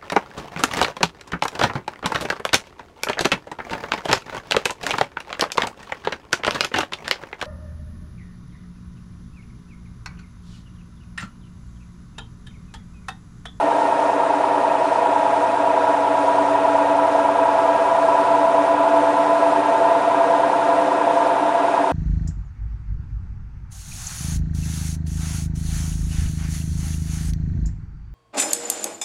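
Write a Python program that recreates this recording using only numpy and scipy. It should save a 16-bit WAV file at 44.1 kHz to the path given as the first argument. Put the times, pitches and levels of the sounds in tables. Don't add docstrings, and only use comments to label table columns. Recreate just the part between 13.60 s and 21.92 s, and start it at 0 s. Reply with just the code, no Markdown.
import sys
import numpy as np
from scipy import signal
from scipy.fft import rfft, irfft, next_fast_len
from scipy.io import wavfile
from scipy.ndimage import uniform_filter1d, map_coordinates

SR = 44100
rng = np.random.default_rng(int(sys.argv[2]) if len(sys.argv) > 2 else 0)


def unload_wav(signal):
    wavfile.write(
        sys.argv[1],
        SR,
        np.round(np.clip(np.atleast_2d(signal).T, -1, 1) * 32767).astype(np.int16),
    )


def nominal_scale(level):
    x = np.asarray(level, float) / 20
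    return 10 ** x


N = 366912

FIRST, LAST = 10, 360
MOTOR_RATIO, BELT_RATIO = 16.305, 1.4478
HUM_DRUM, HUM_BELT = 29, 20


def unit(x):
    return x / np.sqrt(np.mean(x ** 2) + 1e-20)


def along(points, hz):
    f, v = np.transpose(points)
    return np.interp(np.log(hz + 1), np.log(f + 1), v)


def curves(rows):
    s, *cols = np.transpose(rows)
    return [np.interp(np.arange(N) / SR, s, c) for c in cols]


def wobble(rate):
    t = np.arange(0, N + 64, 64) / SR
    knots = rng.standard_normal(int(N * rate / SR) + 4)
    coarse = map_coordinates(knots, [t * rate])
    return np.interp(np.arange(N) / SR, t, coarse)


def filtered(x, response):
    m = next_fast_len(N + SR // 2)
    return irfft(rfft(x, m) * response(np.fft.rfftfreq(m, 1 / SR)), m)[:N]


def patchy(depth_db, hole_db=0):
    z = signal.stft(rng.standard_normal(N + 256), nperseg=256)[2]
    field = uniform_filter1d(rng.standard_normal(z.shape), size=5, axis=0)
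    field = unit(uniform_filter1d(field, size=4, axis=1))
    holes = np.clip(-field - 2, 0, 1)
    z = z * nominal_scale(depth_db * field - hole_db * holes)
    return unit(signal.istft(z, nperseg=256)[1][:N])


def orders(turns, table, unsteady_db):
    total = 0
    for k, db in table:
        gain = np.sqrt(2) * nominal_scale(db + unsteady_db * wobble(1.55))
        total = total + gain * np.sin(2 * np.pi * (k * turns + rng.random()))
    return total


def each_turn(lines, turns):
    size = 2 * (len(lines) - 1)
    wave = irfft(lines) * size / np.sqrt(2)
    return map_coordinates(wave, [turns % 1 * size], order=1, mode="grid-wrap")


# (multiple of drum speed, level [dB])
DRUM_SHAKE = [(10, -13), (46, -12), (62, -3), (80, -7), (93, -4), (115, -10), (172, -14), (200, -9)]
# (multiple of drum speed, level [dB])
STANDOUT_MULTIPLES = [(11, -5), (21, -5), (26, 0), (27, -3), (28, -14), (93, -2), (35, -4), (50, -3),
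                      (57, -2), (61, 2), (65, -3), (66, 1), (67, 2), (68, -11), (69, -5), (72, -1),
                      (80, -16), (84, -3), (87, -3), (88, -16), (90, -1), (95, -11), (96, 0), (97, -1),
                      (98, -8), (99, 0), (124, -3), (133, -2), (143, -1), (161, -4)]
SINGING_MULTIPLES = [13, 86, 85, 94, 105, 108, 111, 112, 116, 119, 134, 136, 139, 140, 141, 142, 144, 148,
                     151, 155, 157, 163, 186, 187, 188, 191, 192, 193, 241, 253]
WEAK_MULTIPLES = [24, 25, 32, 43, 47, 51, 52, 53, 70, 71, 78, 79, 81, 82, 89, 101, 102, 121]
CANCELLED_MULTIPLES = [10, 14, 15, 16, 17, 18, 44, 48, 59, 123, 126, 135, 149, 168, 178]
# (multiple of belt rate, level [dB])
BELT_TUG = [(1, -19), (6, -15), (30, -19)]


def drum(turns, scatter, unsteady_db):
    multiple = np.arange(FIRST, LAST)
    count = LAST - FIRST
    level_db = along(DRUM_SHAKE, multiple) + 2 * rng.standard_normal(count)
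    for group, db in ((SINGING_MULTIPLES, -3.5), (WEAK_MULTIPLES, -9), (CANCELLED_MULTIPLES, -16)):
        level_db[np.array(group) - FIRST] = db
    level_db[HUM_DRUM - FIRST] = -60
    strong, strong_db = np.transpose(STANDOUT_MULTIPLES)
    level_db[strong.astype(int) - FIRST] = strong_db

    place = np.where(multiple < 78, .77, .15)
    throbs = np.take([0, 1.2, 0], multiple % 3) - 2 * np.pi * multiple * place
    throbs += scatter * np.cumsum(rng.standard_normal(count))
    phases = 2 * np.pi * rng.random((4, count))
    phases[0] = np.where((multiple > 58) & (multiple < 104), throbs, phases[0])

    played = []
    for phase in phases:
        lines = np.pad(nominal_scale(level_db) * np.exp(1j * phase), (FIRST, 2 ** 14 + 1 - LAST))
        played.append(each_turn(lines, turns))
    steady, slow, fast, tugged = played
    side_lines = orders(BELT_RATIO * turns, BELT_TUG, unsteady_db=0.5) * tugged
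    drift = wobble(1.485) * slow + wobble(2.97) * fast
    return steady + side_lines + nominal_scale(unsteady_db) * drift


# (multiple of shaft speed, level [dB])
MOTOR_ORDERS = [(1, -2.6), (2, -0.0), (4, 3.9), (5, -10.7), (6, 4.0), (8, 1.9), (9, -8.3), (10, -6),
                (11, -1.2), (12, -5.8), (14, -4.5), (15, -10), (16, -5), (18, -8)]


def motor(turns):
    return orders(MOTOR_RATIO * turns, MOTOR_ORDERS, unsteady_db=.8)


# (multiple of belt rate, level [dB])
BELT_ORDERS = [(6, -8), (8, -14), (12, -16), (13, -6.5), (16, -6.5), (19, -8.5), (21, -14), (24, -4.5),
               (26, -9), (30, -3), (32, -10), (34, -9), (42, -7), (48, -6), (54, -9), (60, -.5), (66, -3),
               (108, -12), (126, -13)]
# (multiple of belt rate, added multiple of drum speed, level [dB])
BELT_DRUM_BEATS = [(4, 27, -3), (6, 35, -9.5), (10, 31, -10.5), (34, 1, -7), (6, 105, -11.5),
                   (19, 113, -11.5), (6, 152, -12.5), (6, 155, -11), (6, 157, -9)]


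def belt(turns):
    table = [(BELT_RATIO * k, db) for k, db in BELT_ORDERS]
    table += [(BELT_RATIO * k + m, db) for k, m, db in BELT_DRUM_BEATS]
    return orders(turns, table, unsteady_db=1.6)


def belt_seam(turns, level_db, scatter_db):
    count = 2 ** 13 + 1
    level = nominal_scale(level_db + scatter_db * rng.standard_normal(count))
    lines = level * np.exp(2j * np.pi * rng.random(count))
    lines[:FIRST] = 0
    lines[LAST // 2:] = 0
    lines[HUM_BELT] = 0
    return each_turn(lines, turns)


def low_hum(turns):
    swell_s = 5.3
    since = turns - turns[round(swell_s * SR)]
    pair = ((HUM_DRUM, -3), (HUM_BELT * BELT_RATIO, -15))  # (multiple of drum speed, dB)
    return sum(np.sqrt(2) * nominal_scale(db) * np.sin(2 * np.pi * k * since) for k, db in pair)


# (frequency [Hz], level [dB per Hz])
ROLLING_FORCE = [(85, -31.5), (110, -26.5), (160, -28.5), (220, -14), (300, -27.5), (400, -17.5),
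                 (520, -18.5), (700, -29), (950, -21), (1200, -18.5), (1800, -20), (2600, -18),
                 (3300, -17.5), (4200, -18)]
# (time [s], rolling noise change [dB], hiss level [dB])
MACHINE_EFFORT = [
    (0.1, 2, -46.5),
    (0.19, 1, -46.5),
    (7.7, 3, -45.5),
    (8.2, 2, -45.5),
]


def rolling():
    force = filtered(patchy(depth_db=0.3), lambda hz: nominal_scale(along(ROLLING_FORCE, hz)))
    return nominal_scale(curves(MACHINE_EFFORT)[0]) * np.sqrt(SR / 2) * force


# (frequency [Hz], width [Hz], level [dB])
BASE_MODES = [(86.7, 4.6, -48.9), (108.6, 3.0, -44.7), (112.1, 25.7, -48.7), (134.1, 9.2, -50.1),
              (150, 20, -58), (168.5, 28.6, -49.3), (196.0, 18.6, -52.5), (229.0, 28.4, -50.5),
              (244.9, 12.2, -47.9), (280.0, 12.4, -37.6), (287.8, 5.8, -27.7), (296.8, 12.7, -27.3),
              (313.8, 5.2, -44.8)]
# (frequency [Hz], width [Hz], level [dB])
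PANEL_MODES = [(386.2, 41.8, -35.5), (420.4, 11.7, -40.9), (482.0, 32.4, -35.0), (519.7, 35.2, -33.5),
               (577.8, 35.0, -35.8), (662.5, 43.9, -30.0), (672.5, 26.0, -26.4), (688.8, 6.0, -34.9),
               (710.8, 53.1, -31.0), (786.7, 12.5, -32.9), (821.7, 24.0, -33.2), (850.3, 39.5, -31.7),
               (889.9, 44.3, -29.2), (932.5, 23.1, -30.5), (963.8, 25.4, -29.8), (992.4, 22.2, -30.3),
               (1071.5, 114.3, -41.2), (1123.0, 14.3, -41.6), (1200.3, 48.2, -40.4), (1238.4, 14.1, -46.2),
               (1325.0, 65.7, -40.3), (1439.7, 98.8, -44.5), (1626.5, 95.2, -43.0), (1744.8, 83.0, -49.8),
               (1847.8, 36.4, -45.4)]
# (frequency [Hz], width [Hz], level [dB])
DOOR_MODES = [(1918.5, 94.6, -50.9), (2021, 25, -57), (2044.1, 123.4, -55.1), (2155.0, 200.0, -56.5),
              (2316.8, 200.0, -55.0), (2434.1, 90.7, -55.8), (2530, 160, -58), (2551, 45, -51.5),
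              (2744.8, 200.0, -56.3), (2966.7, 200.0, -58.8), (3171.9, 200.0, -60.5),
              (3314.6, 152.1, -62.4), (3508.4, 200.0, -60.1), (3723.1, 200.0, -60.0), (3736, 40, -62),
              (3899.0, 200.0, -63.6), (4065.8, 200.0, -66.2), (4219.0, 123.4, -70.2)]


def cabinet(hz):
    power = 0
    for centre, width, db in [*BASE_MODES, *PANEL_MODES, *DOOR_MODES]:
        power = power + nominal_scale(2 * db) / (1 + (2 * (hz - centre) / width) ** 2) ** 2
    return np.sqrt(power)


def machine():
    t = np.arange(N) / SR
    speed_hz = 9.5815 + .1108 * t + .00023 * t ** 2
    turns = np.cumsum(speed_hz) / SR
    shake = drum(turns, scatter=.65, unsteady_db=-20)
    shake += motor(turns) + belt(turns)
    shake += belt_seam(BELT_RATIO * turns, level_db=-17, scatter_db=3) + low_hum(turns)
    return nominal_scale(-0.01) * filtered(shake + rolling(), cabinet)


def walls(hz, depth_db, spacing_hz):
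    ripple = map_coordinates(rng.standard_normal(1000), [hz / spacing_hz], mode="wrap")
    return nominal_scale(depth_db * ripple)


# (frequency [Hz], level [dB per Hz])
HISS_SPECTRUM = [(2410, -35), (4100, -1.5), (7590, -6), (8950, -7), (9640, -3), (10000, -4.5), (13100, -39),
                 (22000, -120)]


def hiss():
    def response(hz):
        return nominal_scale(along(HISS_SPECTRUM, hz)) * walls(hz, depth_db=1.0, spacing_hz=21.7)

    noise = unit(filtered(patchy(depth_db=1.0, hole_db=25), response))
    return nominal_scale(curves(MACHINE_EFFORT)[1] + 0.5 * wobble(9)) * noise


# (frequency [Hz], level [dB rms])
DRIVE_WHISTLE = [(7913, -70)]


def whistle():
    t = np.arange(N) / SR
    total = 0
    for hz, db in DRIVE_WHISTLE:
        gain = np.sqrt(2) * nominal_scale(db - 0.5 + 2.5 * wobble(3))
        total = total + gain * np.sin(2 * np.pi * hz * t + 1.2 * wobble(12))
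    return total


# (frequency [Hz], level [dB per Hz])
HUM_SPECTRUM = [(12, -48), (20, -15), (54, -15), (75, -5.5), (98, -29), (160, -120)]


def room_hum():
    noise = rng.standard_normal(N)
    return nominal_scale(-63) * unit(filtered(noise, lambda hz: nominal_scale(along(HUM_SPECTRUM, hz))))


def scene():
    return (machine() + hiss() + whistle() + room_hum())[None]


def low_pass(x):
    return signal.sosfilt(signal.butter(12, 10440, fs=SR, output="sos"), x)


def record(dry):
    mix = filtered(dry[0], lambda hz: nominal_scale(-np.clip(hz - 10030, 0, 300) * .3))[None]
    return low_pass(mix)


dry = scene()
out = record(dry)
unload_wav(out)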